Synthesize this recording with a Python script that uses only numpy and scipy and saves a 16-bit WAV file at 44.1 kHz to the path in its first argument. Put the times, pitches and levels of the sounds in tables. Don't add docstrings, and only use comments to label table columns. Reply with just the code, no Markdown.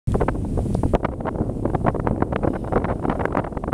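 import sys
import numpy as np
from scipy import signal
from scipy.fft import rfft, irfft
from scipy.io import wavfile
from scipy.ndimage import uniform_filter1d, minimum_filter1d

SR = 44100
rng = np.random.default_rng(int(sys.argv[2]) if len(sys.argv) > 2 else 0)


def waveform_to_disk(signal):
    frames = np.transpose(np.atleast_2d(signal))
    scaled = np.clip(frames, -1, 1) * 32767
    samples = np.round(scaled).astype(np.int16)
    wavfile.write(sys.argv[1], SR, samples)


def linear_from_db(decibels):
    return 10 ** (np.asarray(decibels, float) / 20)


N = 164493
TIME = np.arange(N) / SR
START_S = .0725

# time_s, level_db, speed_octaves, heave_db
BREEZE = [(0, -36, -0.05, -20), (.3, -28.5, -0.35, -36.5), (.6, -28.5, -0.35, -28.5),
          (.93, -31, -0.65, -34), (.98, -36, 0.07, -48), (1.17, -32, -0.15, -43), (1.45, -27.5, -0.1, -41),
          (1.85, -30.5, -0.15, -35), (2.3, -29.5, -0.05, -44.5), (2.6, -31, -0.25, -39),
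          (2.8, -27, 0.25, -51), (3.0, -33, 0.25, -39), (3.2, -29.5, .25, -51), (3.73, -34.5, -0.1, -48)]


def evened(x):
    return x / np.sqrt(np.mean(x ** 2) + 1e-20)


def read(points, hz):
    f, value = np.transpose(points)
    return np.interp(np.log(hz + 1), np.log(f + 1), value)


def curve(table, column=1):
    rows = np.array(table)
    return np.interp(TIME, rows[:, 0], rows[:, column])


def coloured(x, gain):
    return irfft(rfft(x) * gain(np.fft.rfftfreq(len(x), 1 / SR)), len(x))


def lumps(seconds):
    return evened(coloured(rng.standard_normal(N), lambda hz: np.exp(-(hz * seconds) ** 2)))


def snow():
    # time_s, level_db
    drift = [(0, -51), (.14, -51), (.34, -58), (.75, -50.5), (.95, -54), (1.1, -56.5), (1.7, -50),
             (2.2, -54.5), (2.7, -51), (2.85, -54), (3.15, -51), (3.35, -55), (3.73, -54)]
    # freq_hz, level_db
    snow_bed = [(1000, -2), (2500, -1), (4500, -4.5), (7000, -5), (11000, -12), (15500, -17)]
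    port_hz, port_width_hz, patch_db = 9050, 1500, 1
    real, imaginary, patches = rng.standard_normal((N // 128 + 6, 257, 3)).T
    hz = np.linspace(0, SR / 2, num=257)
    patches = uniform_filter1d(patches, size=10, axis=0)
    patches = evened(uniform_filter1d(patches, size=20, axis=1))
    port = np.exp(-((hz - port_hz) / port_width_hz) ** 2) + linear_from_db(read(snow_bed, hz))
    spectrum = (real + 1j * imaginary) * port[:, None] * linear_from_db(patch_db * patches)
    hiss = signal.istft(spectrum, nperseg=512, noverlap=384)[1][:N]
    return linear_from_db(curve(drift)) * evened(hiss)


def motor():
    # freq_hz, width_hz, level_db
    modes = [(2900, 200, 0), (3800, 200, -3), (5200, 300, -3), (9580, 300, -2), (12700, 350, -11),
             (14100, 300, -16)]
    # start_s, end_s, level_db
    runs = [
        (2.45, 2.77, -66),
        (2.85, 3.26, -70),
    ]

    def barrel(hz):
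        return sum(linear_from_db(db) / (1 + ((hz - f) / width) ** 2) for f, width, db in modes)

    whir = evened(coloured(rng.standard_normal(N), barrel))
    running = np.zeros(N)
    for start, end, db in runs:
        ramp = np.minimum(TIME - start, end - TIME) / .01
        running += linear_from_db(db) * np.clip(ramp, 0, 1)
    return whir * running


def ticks():
    # start_s, level_db, pitch_hz, second_pitch_hz, t60_s
    shell_ticks = [
        (.119, -37, 2850, 7740, .016),
        (0.745, -33, 4750, 9000, 0.005),
        (.891, -48.5, 3980, 2566, 0.014),
    ]
    width_hz = 900
    out, t = np.zeros(N), np.arange(1500) / SR
    for s, db, pitch, second_pitch, t60 in shell_ticks:

        def shell(hz):
            first = 1 / (1 + ((hz - pitch) / width_hz) ** 2)
            return first + 1 / (1 + ((hz - second_pitch) / width_hz) ** 2)

        ring = evened(coloured(rng.standard_normal(1500), shell))
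        decay = linear_from_db(db - 60 * np.maximum(t - .0008, 0) / t60)
        attack = np.minimum(t / .0004, 1)
        out[round(s * SR):][:1500] += decay * attack * ring
    return out


def rumble():
    # freq_hz, density_db (per Hz)
    swings = [(12, -17), (28, -2.5), (45, -7.5), (75, -6), (120, -6.5), (220, -12.5), (500, -52.5),
              (2500, -120)]
    heave = evened(coloured(rng.standard_normal(N), lambda hz: linear_from_db(read(swings, hz))))
    return linear_from_db(6 + curve(BREEZE, column=3)) * heave


def airflow():
    # start_s, rush_db, push_db, length_s
    eddies = [(0.1423, -14.2, -23.1, 0.0043), (0.1472, -23.4, -10.9, 0.0084), (0.2057, -18.0, -15.6, 0.0126),
              (0.2186, -22.0, -15.5, 0.0045), (0.2321, -22.0, -11.8, 0.0035), (0.2819, -12.0, -14.0, 0.008),
              (0.3483, -29.0, -19.7, 0.0086), (0.37, -42.4, -20.9, 0.0039), (0.3838, -41.8, -32.0, 0.0053),
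              (0.4456, -25.8, -24.0, 0.0059), (0.5736, -26.3, -16.0, 0.008), (0.5891, -27.7, -20.6, 0.0039),
              (0.6013, -35.0, -21.7, 0.0059), (0.6491, -39.5, -27.6, 0.0144), (0.7027, -32.5, -19.0, 0.0078),
              (0.7496, -22.2, -17.2, 0.0037), (0.8333, -18.2, -14.1, 0.0038), (0.8539, -30.3, -10.2, 0.0079),
              (0.9362, -16.2, -6.7, 0.0052), (0.9467, -15.3, -12.5, 0.0091), (0.9984, -34.5, -27.3, 0.0074),
              (1.0308, -27.4, -22.5, 0.0045), (1.047, -9.1, -13.9, 0.0068), (1.0847, -30.6, -21.4, 0.0051),
              (1.115, -28.2, -25.5, 0.004), (1.1233, -31.2, -28.1, 0.0044), (1.1339, -28.9, -23.6, 0.0052),
              (1.2052, -22.9, -16.5, 0.0048), (1.2508, -28.9, -18.6, 0.01), (1.2674, -16.9, -23.1, 0.0041),
              (1.2755, -17.5, -17.0, 0.006), (1.2861, -12.8, -17.2, 0.0039), (1.3453, -27.7, -21.2, 0.0037),
              (1.3561, -32.7, -21.1, 0.0047), (1.3852, -25.0, -21.2, 0.004), (1.3989, -31.2, -15.2, 0.0125),
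              (1.4102, -17.7, -24.1, 0.0036), (1.4175, -28.3, -23.6, 0.0052), (1.4376, -35.6, -27.2, 0.0056),
              (1.4585, -29.6, -27.6, 0.004), (1.4934, -30.1, -22.5, 0.0057), (1.5677, -36.5, -26.1, 0.0047),
              (1.6269, -35.2, -20.9, 0.0059),
              (1.6526, -15.6, -9.7, 0.0047), (1.6757, -27.1, -30.7, 0.0083), (1.6981, -18.9, -20.4, 0.0041),
              (1.7339, -24.8, -15.8, 0.0036), (1.7466, -12.2, -8.2, 0.0057), (1.8121, -33.6, -22.2, 0.0049),
              (1.8438, -24.9, -14.3, 0.0059), (1.8635, -14.8, -12.9, 0.0066), (1.8808, -9.8, -6.7, 0.0036),
              (1.8857, -20.3, -15.7, 0.0077), (1.8991, -23.3, -27.4, 0.005), (1.9454, -23.5, -18.0, 0.0043),
              (1.9566, -22.9, -19.6, 0.0052), (1.9966, -16.7, -19.3, 0.0035),
              (2.0464, -31.7, -19.2, 0.0091), (2.0618, -17.4, -27.9, 0.0035),
              (2.0706, -11.8, -16.4, 0.0039), (2.0812, -24.2, -17.3, 0.0057),
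              (2.0941, -22.8, -26.2, 0.0036), (2.1088, -27.4, -19.2, 0.0048),
              (2.1239, -35.3, -21.7, 0.0078), (2.1461, -33.4, -26.8, 0.0039),
              (2.1599, -17.7, -28.2, 0.0035), (2.1778, -24.6, -23.0, 0.0035),
              (2.2043, -19.4, -25.8, 0.0046), (2.2206, -14.0, -13.0, 0.0061),
              (2.2434, -41.3, -34.4, 0.0057), (2.3244, -18.8, -17.4, 0.0073), (2.359, -9.5, -10.5, 0.0035),
              (2.3896, -36.1, -29.4, 0.0041), (2.4106, -34.1, -25.1, 0.0081), (2.428, -21.1, -20.0, 0.014),
              (2.4432, -22.1, -15.8, 0.0087), (2.4715, -18.3, -11.8, 0.0084), (2.5011, -32.4, -21.9, 0.005),
              (2.5319, -19.8, -23.7, 0.0084), (2.5516, -16.7, -20.5, 0.0106), (2.6405, -26.3, -24.9, 0.007),
              (2.6738, -19.1, -24.6, 0.004), (2.6817, -16.8, -27.1, 0.0047), (2.7215, -22.4, -21.9, 0.005),
              (2.7321, -19.4, -14.8, 0.0045), (2.7548, -17.8, -13.0, 0.0076),
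              (2.7673, -23.1, -14.9, 0.009), (2.7757, -16.2, -13.5, 0.004), (2.7989, -20.3, -30.8, 0.0063),
            (2.8156, -22.7, -27.8, 0.0084), (2.8422, -10.1, -20.6, 0.0053), (2.8522, -12.6, -18.2, 0.0043),
            (2.8802, -24.0, -23.0, 0.0125), (2.8989, -18.4, -16.5, 0.0061), (2.9078, -22.2, -18.6, 0.0073),
            (2.9162, -23.7, -24.2, 0.0109), (2.9549, -40.0, -30.1, 0.0114), (2.9934, -36.1, -28.6, 0.0036),
            (3.0253, -26.3, -17.6, 0.004), (3.0378, -23.0, -19.5, 0.0071), (3.0521, -13.0, -11.9, 0.0035),
            (3.0775, -26.1, -17.1, 0.0072), (3.0964, -13.0, -15.0, 0.0054), (3.1083, -17.2, -21.4, 0.0127),
            (3.1229, -18.8, -18.7, 0.0057), (3.1513, -24.0, -23.3, 0.0092), (3.1937, -18.8, -20.4, 0.0041),
            (3.2074, -13.4, -17.6, 0.0084), (3.2318, -26.4, -26.2, 0.0126), (3.2529, -13.1, -17.0, 0.0038),
            (3.2768, -30.7, -26.0, 0.0071), (3.3049, -26.0, -28.2, 0.0051), (3.3229, -20.0, -21.0, 0.0053),
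            (3.3482, -18.5, -12.8, 0.0049), (3.37, -16.4, -14.2, 0.0036), (3.3801, -15.4, -15.9, 0.0064),
            (3.3889, -16.2, -15.7, 0.0086), (3.4172, -24.8, -35.3, 0.0059), (3.4398, -15.8, -26.3, 0.008),
            (3.4654, -26.9, -24.8, 0.0042), (3.4703, -28.1, -29.1, 0.0099), (3.5215, -28.5, -29.3, 0.0062),
            (3.5481, -23.3, -31.9, 0.0049), (3.57, -19.0, -16.1, 0.0045), (3.6133, -41.2, -43.7, 0.0042),
            (3.6373, -21.4, -21.3, 0.0038), (3.6761, -25.1, -17.5, 0.0049), (3.6884, -30.2, -25.0, 0.0057),
            (3.7189, -20.6, -27.8, 0.0066)]
    rise, pointed = .55, 1.5
    rush_mid_db, rush_db_per_octave = -14.5, 10
    power = linear_from_db(curve(BREEZE)) ** 2
    fast = power * curve(BREEZE, column=2)
    for s, rush_db, push_db, length in eddies:
        near = slice(max(round((s - .1) * SR), 0), round((s + .2) * SR))
        u = (TIME[near] - s) / length - rise
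        distance = np.where(u < 0, -u / rise, u)
        bump = linear_from_db(push_db) ** 2 * np.exp(-2 * distance ** pointed)
        octaves = (rush_db - push_db - rush_mid_db) / rush_db_per_octave
        power[near] += bump
        fast[near] += bump * octaves
    return np.sqrt(power), fast / power


def buffeting():
    # freq_hz, density_db (per Hz)
    swirl = [(60, 4), (150, -2), (300, 0), (600, -12), (1200, -35), (2400, -56), (5000, -82.5)]
    lump_s, lump_octaves, lump_db = .003, .22, 1.2
    top_octaves = 3.03
    kicks_per_s, kick_spread_db, kick_share = 2500, 3.5, .4
    level, octaves = airflow()
    wobble = 2 * np.tanh(lumps(lump_s) / 2)
    speed = 2 ** (top_octaves * np.tanh((octaves + lump_octaves * wobble) / top_octaves))
    kicks = rng.standard_normal(N) * linear_from_db(kick_spread_db * np.minimum(rng.exponential(1, N), 4))
    kicks = evened(kicks * (rng.random(N) < kicks_per_s / SR))
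    steady = rng.standard_normal(N)
    spectrum = rfft(evened(kick_share * kicks + (1 - kick_share) * steady))
    place = 2 * np.log2(np.fft.rfftfreq(N, 1 / SR) / 40 + 1e-9)
    out = np.zeros(N)
    for k in range(16):
        band = irfft(spectrum * np.cos(np.pi / 2 * np.clip(place - k, -1, 1)) ** 2, N)
        out += band * linear_from_db(read(swirl, 40 * 2 ** (k / 2) / speed))
    return linear_from_db(18 + lump_db * wobble) * level * out / np.sqrt(speed)


def slaps():
    # time_s, swing (of full scale), width_s
    suction = [(.2862, -.6, .00018), (.8355, -.5, .0004), (.9419, .72, .0005), (.9514, -1.05, .00035),
               (1.0509, -.4, .00018), (1.289, -.3, .0002), (1.6549, .5, .0004), (1.8829, -.65, .0002),
               (1.998, .25, .0003), (2.0726, -.89, .00025), (2.2237, .82, .0003), (2.3615, -.55, .00014),
               (2.4526, -.45, .0004), (2.7774, .45, .00025), (3.0545, -.5, .0005), (3.2548, .89, .0002),
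               (3.3721, -.87, .0002), (3.7297, -.75, .0003)]
    rebound = .39
    out, calm = np.zeros(N), np.ones(N)
    for s, swing, width in suction:
        u = (TIME - s) / width
        out += swing * (np.exp(-u ** 2) - rebound * np.exp(-((u - 3) / 3.1) ** 2))
        calm *= 1 - .9 * np.exp(-(u / 4) ** 2)
    return out, calm


def scene():
    step_s, step_db = .952, -9
    gain = linear_from_db(step_db * (TIME > step_s))
    settle = np.clip(.2 + (TIME - START_S) / .008, 0, 1)
    wind = buffeting() + rumble()
    slap, calm = slaps()
    give = minimum_filter1d(np.minimum(1, .62 / (abs(wind) + 1e-9)), size=201)
    give = uniform_filter1d(uniform_filter1d(give, size=100), size=100)
    mix = settle * calm * give * wind + slap + gain * snow() + motor() + ticks()
    return mix[None]


def roll_off(x):
    return signal.sosfilt(signal.butter(12, 15820, fs=SR, output="sos"), x)


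def record(dry):
    ceiling = .709
    held = np.clip(dry, -ceiling, ceiling)
    folded = held - (dry - held)
    return roll_off(folded * (TIME > START_S))


dry = scene()
out = record(dry)
waveform_to_disk(out)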